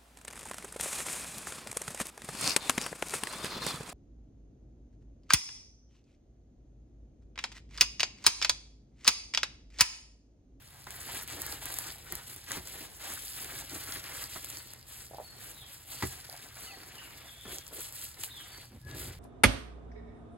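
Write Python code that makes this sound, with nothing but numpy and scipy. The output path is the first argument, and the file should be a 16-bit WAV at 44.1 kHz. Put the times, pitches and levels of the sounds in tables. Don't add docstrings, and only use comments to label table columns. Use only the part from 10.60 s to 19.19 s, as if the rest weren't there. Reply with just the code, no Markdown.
import sys
import numpy as np
from scipy import signal
from scipy.fft import rfft, irfft, next_fast_len
from scipy.io import wavfile
from scipy.ndimage import uniform_filter1d, map_coordinates

SR = 44100
rng = np.random.default_rng(int(sys.argv[2]) if len(sys.argv) > 2 else 0)


def pcm_store(signal):
    levels = np.round(np.clip(np.atleast_2d(signal), -1, 1) * 32767)
    wavfile.write(sys.argv[1], SR, levels.astype(np.int16).T)


N = 378819
T = np.arange(N) / SR
PADDED = next_fast_len(N, True)
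FREQS = np.fft.rfftfreq(PADDED, 1 / SR)

# (frequency [Hz], relative level [dB])
SMACK_COLOUR = [(100, 0), (400, -3.5), (850, 2.5), (2000, 5), (2900, -11.5), (4500, -6.5), (12000, -15)]
# (start [s], length [s], pitch [Hz], relative strength [dB])
LEVEL_TONES = [(3.932, 0.079, 4460, -57), (4.63, 0.1, 4426, -57.5), (5.28, 0.12, 4480, -60),
               (6.019, 0.13, 4440, -55.5), (7.874, 0.1, 4500, -58), (8.219, 0.077, 1690, -55.5)]


def undb(db):
    return 10 ** (np.asarray(db) / 20)


def curve(table):
    times, levels = np.transpose(table)
    return undb(np.interp(T, times, levels))


def unit(x):
    return x / np.sqrt(np.mean(x ** 2))


def add(track, s, sound):
    i = int(s * SR)
    track[i:i + len(sound)] += sound[:N - i]


def response(points, size=4096):
    hz, db = np.transpose(points)
    f = np.maximum(np.fft.rfftfreq(size, 1 / SR), 1)
    gain = undb(np.interp(np.log(f), np.log(hz), db))
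    cepstrum = irfft(np.log(gain))
    cepstrum[1:size // 2] *= 2
    cepstrum[size // 2 + 1:] = 0
    h = irfft(np.exp(rfft(cepstrum)))
    return h / np.linalg.norm(h)


def ring(x, h):
    return signal.oaconvolve(x, h)[:len(x)]


def resonate(x, hz, q):
    b, a = signal.iirpeak(hz, q, fs=SR)
    h = signal.lfilter(b, a, signal.unit_impulse(SR // 20))
    return ring(x, h / np.linalg.norm(h))


def noise(points):
    return ring(rng.standard_normal(N), response(points))


def walk(rate):
    k = max(int(SR / rate), 1)
    steps = np.repeat(rng.standard_normal(N // k + 1), k)
    return unit(uniform_filter1d(steps, k)[:N])


def crackle(rate, spread_db, grip_hz, grip_db):
    size = undb(spread_db * np.minimum(rng.exponential(size=N), 5))
    happens = rng.random(N) < rate / SR
    slips = happens * size * rng.choice([-1, 1], N)
    return unit(slips * undb(grip_db * walk(grip_hz)))


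def patchy(x, rate, depth_db):
    spectrum = rfft(x, PADDED)
    octave = np.clip(np.log2(np.maximum(FREQS, 1) / 375), 0, 5)
    total = np.zeros(N)
    for k in range(6):
        band = irfft(spectrum * np.maximum(1 - abs(octave - k), 0), PADDED)[:N]
        total += band * undb(depth_db * walk(rate))
    return unit(total)


def note(length, start_hz, end_hz, burr, flutter_db):
    u = np.linspace(0, 1, int(length * SR))
    glide = start_hz + (end_hz - start_hz) * u
    shake = (walk(500) + 0.246 * walk(40))[:len(u)]
    hz = glide * (1 + burr * shake)
    flutter = unit(undb(flutter_db * walk(70.5)[:len(u)]))
    tone = np.sin(2 * np.pi * np.cumsum(hz) / SR)
    return flutter * tone * signal.windows.tukey(len(u), .3)


def scatter(x, t60, dull_hz):
    t = T[:SR // 2]
    decay = np.exp(-np.log(1000) * t / t60)
    onset = 1 - np.exp(-t / 0.0024)
    tails = rng.standard_normal((2, len(t))) * decay * onset
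    soft = signal.butter(1, dull_hz, fs=SR, output="sos")
    return np.array([ring(x, signal.sosfilt(soft, h / np.linalg.norm(h))) for h in tails])


def sliding():
    # (frequency [Hz], relative level [dB])
    fizz_colour = [(300, -32), (1500, -11), (4500, -5.5), (6400, -7), (7500, -1), (10500, 0), (16000, -7)]
    rub_colour = [(80, -16), (290, 3), (600, -0.5), (780, 2.5), (1050, 0), (1750, 3.5), (2700, -1),
                  (4600, -2.5), (15000, -28)]
    tick_colour = [(300, -59), (2500, -17), (4800, 14), (7800, -11.5), (11500, 10.5), (16000, -35)]
    crinkle_db, crinkle_growth = -58, .6
    light, pressed = hands()
    fizz = ring(crackle(rate=12000, spread_db=3.0, grip_hz=200.4, grip_db=1.1), response(fizz_colour))
    rub = ring(crackle(rate=3200, spread_db=2.0, grip_hz=118.9, grip_db=0.74), response(rub_colour))
    crinkle = ring(crackle(rate=70, spread_db=3.3, grip_hz=8.3, grip_db=2.5), response(tick_colour))
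    fizz = patchy(fizz, rate=68, depth_db=2.3) * light
    rub = patchy(rub, rate=60, depth_db=3.0) * pressed
    return fizz + rub + undb(crinkle_db) * crinkle * unit(light) ** crinkle_growth


def hands():
    # (start [s], length [s], fizz of light sliding [dB], rub of pressed sliding [dB])
    strokes = [(0.277, 0.19, -48.5, -51.5), (0.463, 0.132, -42, -45), (0.667, 0.27, -44.5, -46.5),
               (0.998, 0.3, -43, -48.5), (1.456, 0.132, -48.5, -50.5), (1.661, 0.0406, -40.5, -51.5),
               (1.861, 0.1, -41.5, -45.5), (2.04, 0.2027, -46.5, -50), (2.387, 0.1477, -41.5, -46.5),
               (2.525, 0.25, -43, -78), (2.737, 0.28, -44, -48.5), (3.085, 0.148, -43, -49),
               (3.257, 0.11, -41, -46), (3.412, 0.11, -47.5, -47.5), (3.526, 0.1117, -40.5, -47.5),
               (3.682, 0.082, -41.5, -51.5), (3.818, 0.17, -47, -54.5), (4.263, 0.165, -47, -58),
               (4.755, 0.16, -49, -56), (5.051, 0.096, -49.5, -63.5), (5.263, 0.28, -44, -54),
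               (5.554, 0.34, -53, -58.5), (5.943, 0.11, -47, -51), (6.084, 0.6, -62, -54.5),
               (6.866, 0.0807, -41, -50), (7.115, 0.15, -42, -59), (7.326, 0.12, -41, -64.5),
               (7.577, 0.061, -42, -53), (7.734, .29, -55.5, -56), (8.256, 0.28, -58.5, -54),
               (8.339, 0.11, -42, -58)]
    # (time [s], relative level [dB])
    rest = [(0, -2), (.2, 4), (4.12, 4.5), (4.22, -3), (4.55, -0.5), (4.63, 2), (7.95, 3), (8.1, -7.5)]
    rest_fizz_db, rest_rub_db = -58, -63
    resting = curve(rest)
    light = (undb(rest_fizz_db) * resting) ** 2
    pressed = (undb(rest_rub_db) * resting) ** 2
    for start, length, fizz_db, rub_db in strokes:
        power = stroke(start, length) ** 2
        light = light + undb(fizz_db) ** 2 * power
        pressed = pressed + undb(rub_db) ** 2 * power
    return np.sqrt(light), np.sqrt(pressed)


def stroke(start, length):
    attack_s, release_s = 0.022, 0.044
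    t = np.maximum(T - start, 0)
    return (1 - np.exp(-t / attack_s)) * np.exp(-np.maximum(t - length, 0) / release_s)


def snaps(q=2.1, body_db=-14, spray_s=0.0033, spray_db=-28.5):
    # (time [s], strength [dB], pitch of the fold [Hz])
    creases = [(.3066, -17.5, 8500), (.5716, -18.5, 2760), (.633, -17, 13500), (.6767, -18, 10500),
               (.8187, -9, 10200), (0.8652, -12, 13500), (1.0565, -10.5, 11500), (1.1414, -11.5, 9800),
               (1.1873, -5, 10700), (1.3038, -20, 3800), (1.5235, -8.5, 13100), (1.5534, -10.5, 11500),
               (1.7626, -20, 12000), (1.9182, -9, 7560), (2.0737, -18.5, 6960), (2.8451, -18, 9000),
               (3.2393, -23, 14500), (3.323, -14, 4970), (3.8456, -14, 11000), (3.9013, -15.5, 9200),
               (3.9712, -19, 5200), (4.1356, -19.5, 10500), (5.775, -26, 9400), (6.9847, -14.5, 6300),
               (7.0671, -23.5, 6400), (7.0791, -22, 11000), (7.325, -20.5, 11000), (7.3315, -27, 12400),
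               (7.6358, -10, 10100), (7.6382, -14, 2830), (8.313, -26, 4200)]
    track, t = np.zeros(N), T[:SR // 20]
    body = undb(body_db) * response(SMACK_COLOUR)
    for s, db, hz in creases:
        spray = undb(spray_db) * np.exp(-t / spray_s) * rng.standard_normal(len(t))
        force = signal.unit_impulse(len(t)) + spray
        add(track, s, undb(db) * (resonate(force, hz, q) + ring(force, body)))
    return track


def pats():
    # (time [s], peak of the thud [dB], peak of the film's smack [dB])
    landings = [(.268, -49.5, -31.5), (1.523, -38, -37), (1.907, -54, -26.5), (1.951, -47, -33.5),
                (1.97, -36.5, -33.5), (3.12, -43, -42), (3.76, -45, -32.5), (5.4241, -38, -21),
                (5.431, -24.5, -34), (6.853, -42, -38), (8.346, -39.5, -48)]
    # (frequency [Hz], relative level [dB], t60 [s])
    modes = [(57, -0.5, 0.37), (80, 5, 0.241), (126.3, 1.5, 0.28), (175.6, 2, 0.18), (235.1, 6, 0.092),
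             (288, 7.5, 0.0733), (368.4, 8, 0.1044), (442, -2.5, 0.11)]
    track, t = np.zeros(N), T[:SR // 3]
    film = response(SMACK_COLOUR)
    for s, thud_db, smack_db in landings:
        tension = 1 + 0.0208 * rng.standard_normal()
        thud = np.zeros(len(t))
        for hz, db, t60 in modes:
            cycles = tension * hz * t + rng.random()
            thud += undb(db - 60 * t / t60) * np.sin(2 * np.pi * cycles)
        thud *= 1 - np.exp(-t / 0.0015)
        smack = ring(rng.standard_normal(len(t)) * np.exp(-t / 0.014), film)
        thud *= undb(thud_db) / np.abs(thud).max()
        smack *= undb(smack_db) / np.abs(smack).max()
        add(track, s, thud + smack)
    return track


def drags(q=2.3):
    # (start [s], length [s], pitch [Hz], level before the fades [dB])
    groans = [(3.098, 0.092, 296, -50.5), (6.839, 0.17, 363, -52), (7.093, 0.13, 372, -53.5),
              (8.099, 0.091, 239, -55), (8.22, 0.36, 310, -52.5)]
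    track = np.zeros(N)
    slips = crackle(rate=790, spread_db=2.5, grip_hz=65.7, grip_db=0.5)
    for s, length, hz, db in groans:
        force = slips[int(s * SR):][:int(length * SR)]
        groan = unit(resonate(force, hz, q)) * signal.windows.tukey(len(force), .5)
        add(track, s, undb(db) * groan)
    return track


def judder(hz=720, swell_s=0.00091, waver=0.165, skid_s=0.0272, skid_db=-10):
    # (time [s], strength of the pluck [dB])
    slips = [(4.511, -42), (4.535, -40.5), (4.545, -38.5), (4.584, -34.5), (4.591, -42), (4.600, -34.5),
             (4.607, -41), (5.692, -44), (5.728, -45.5), (5.742, -42.5)]
    track, t = np.zeros(N), T[:SR // 20]
    for s, db in slips:
        phase = 2 * np.pi * np.cumsum(hz * (1 + waver * walk(490)[:len(t)])) / SR
        pluck = t / swell_s * np.exp(1 - t / swell_s)
        skid = undb(skid_db) * np.exp(-t / skid_s)
        add(track, s, undb(db) * (pluck + skid) * np.sin(phase))
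    return track


def squeaks():
    # (start [s], length [s], start pitch [Hz], end pitch [Hz], strength [dB])
    skids = [(6.059, 0.1, 2130, 1853, -54), (6.064, 0.036, 1263, 1327, -52), (6.067, 0.06, 3020, 2500, -49),
             (6.07, 0.12, 810, 750, -57.5)]
    track = np.zeros(N)
    for s, length, start_hz, end_hz, db in skids:
        add(track, s, undb(db) * note(length, start_hz, end_hz, burr=0.0262, flutter_db=4.5))
    return track


def level_tone(track, row):
    s, length, hz, db = row
    add(track, s, undb(db) * note(length, hz, hz, burr=0.0088, flutter_db=5.5))


def creak():
    track = np.zeros(N)
    level_tone(track, LEVEL_TONES[-1])
    return track


def ports(x):
    # (frequency [Hz], phase [rad])
    port_phase = [(0, 0), (750, .55), (3900, 1.1), (5600, 3.1), (6900, 6.2), (8000, 7.3), (9150, 9.4),
                  (10400, 11.9), (12300, 13.1), (13650, 15.7), (15200, 18.7)]
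    # (frequency [Hz], level [dB])
    port_db = [(300, 0), (750, -3), (1900, 3), (3700, 3.5), (4800, 0)]
    lag_drift_s = 5e-6
    phase = np.interp(FREQS, *np.transpose(port_phase))
    lean = undb(np.interp(FREQS, *np.transpose(port_db)) / 2)
    paths = np.array([lean * np.exp(-1j * phase), 1 / lean])
    left, right = irfft(rfft(x, PADDED) * paths, PADDED)[:, :N]
    drifted = (T - lag_drift_s * walk(4)) * SR
    return np.array([map_coordinates(left, [drifted], order=5, mode="mirror"), right])


def sheet(db=-15.0):
    grains = []
    for _ in range(2):
        slips = crackle(rate=3000, spread_db=3.0, grip_hz=90.4, grip_db=3.9)
        grains.append(resonate(slips, hz=3430, q=3.3))
    light, _ = hands()
    return undb(db) * np.array(grains) * light


def shelter(near):
    one, other = (scatter(near, t60=0.081, dull_hz=7040) for _ in range(2))
    turn = np.pi * walk(3)
    return undb(-9.0) * (np.cos(turn) * one + np.sin(turn) * other)


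def birds():
    # (start [s], length [s], start pitch [Hz], end pitch [Hz], relative strength [dB])
    burrs = [(4.94, 0.12, 4020, 3190, -57.5), (6.336, 0.1607, 3240, 2050, -57.5),
             (6.539, 0.53, 3530, 3276, -60), (7.685, 0.14, 4070, 3020, -53.5)]
    track = np.zeros(N)
    for row in LEVEL_TONES[:-1]:
        level_tone(track, row)
    for s, length, start_hz, end_hz, db in burrs:
        add(track, s, undb(db) * note(length, start_hz, end_hz, burr=0.042, flutter_db=3.5))
    return track


def surroundings(x):
    return undb(2.5) * x + undb(6.0) * scatter(x, t60=0.56, dull_hz=8100)


def air():
    # (time [s], relative level [dB])
    shift = [(0, -58), (.8, -52.5), (2.4, -59.5), (3.2, -52), (4.1, -57.5), (7.95, -58), (8.37, -45),
             (8.58, -47)]
    # (frequency [Hz], relative level [dB])
    rumble_colour = [(25, -37), (45, 1), (78, 1.5), (100, -1), (127, 2), (175, -12), (1500, -49.5)]
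    yard_colour = [(25, -13), (80, 14.5), (250, 8.5), (5500, -4.5), (15000, -84)]
    rumble = noise(rumble_colour) * curve(shift) * undb(-1.5)
    hush = np.array([noise(yard_colour), noise(yard_colour)])
    return rumble + undb(-64.0 + 2.5 * walk(3)) * hush


def scene():
    near = sliding() + snaps() + pats() + drags() + judder() + squeaks()
    return ports(near) + sheet() + shelter(near) + surroundings(creak() + birds()) + air()


def record(dry):
    top_hz = 15850
    return signal.sosfilt(signal.ellip(10, .2, 70, top_hz, fs=SR, output="sos"), dry)


dry = scene()
out = record(dry)
pcm_store(out)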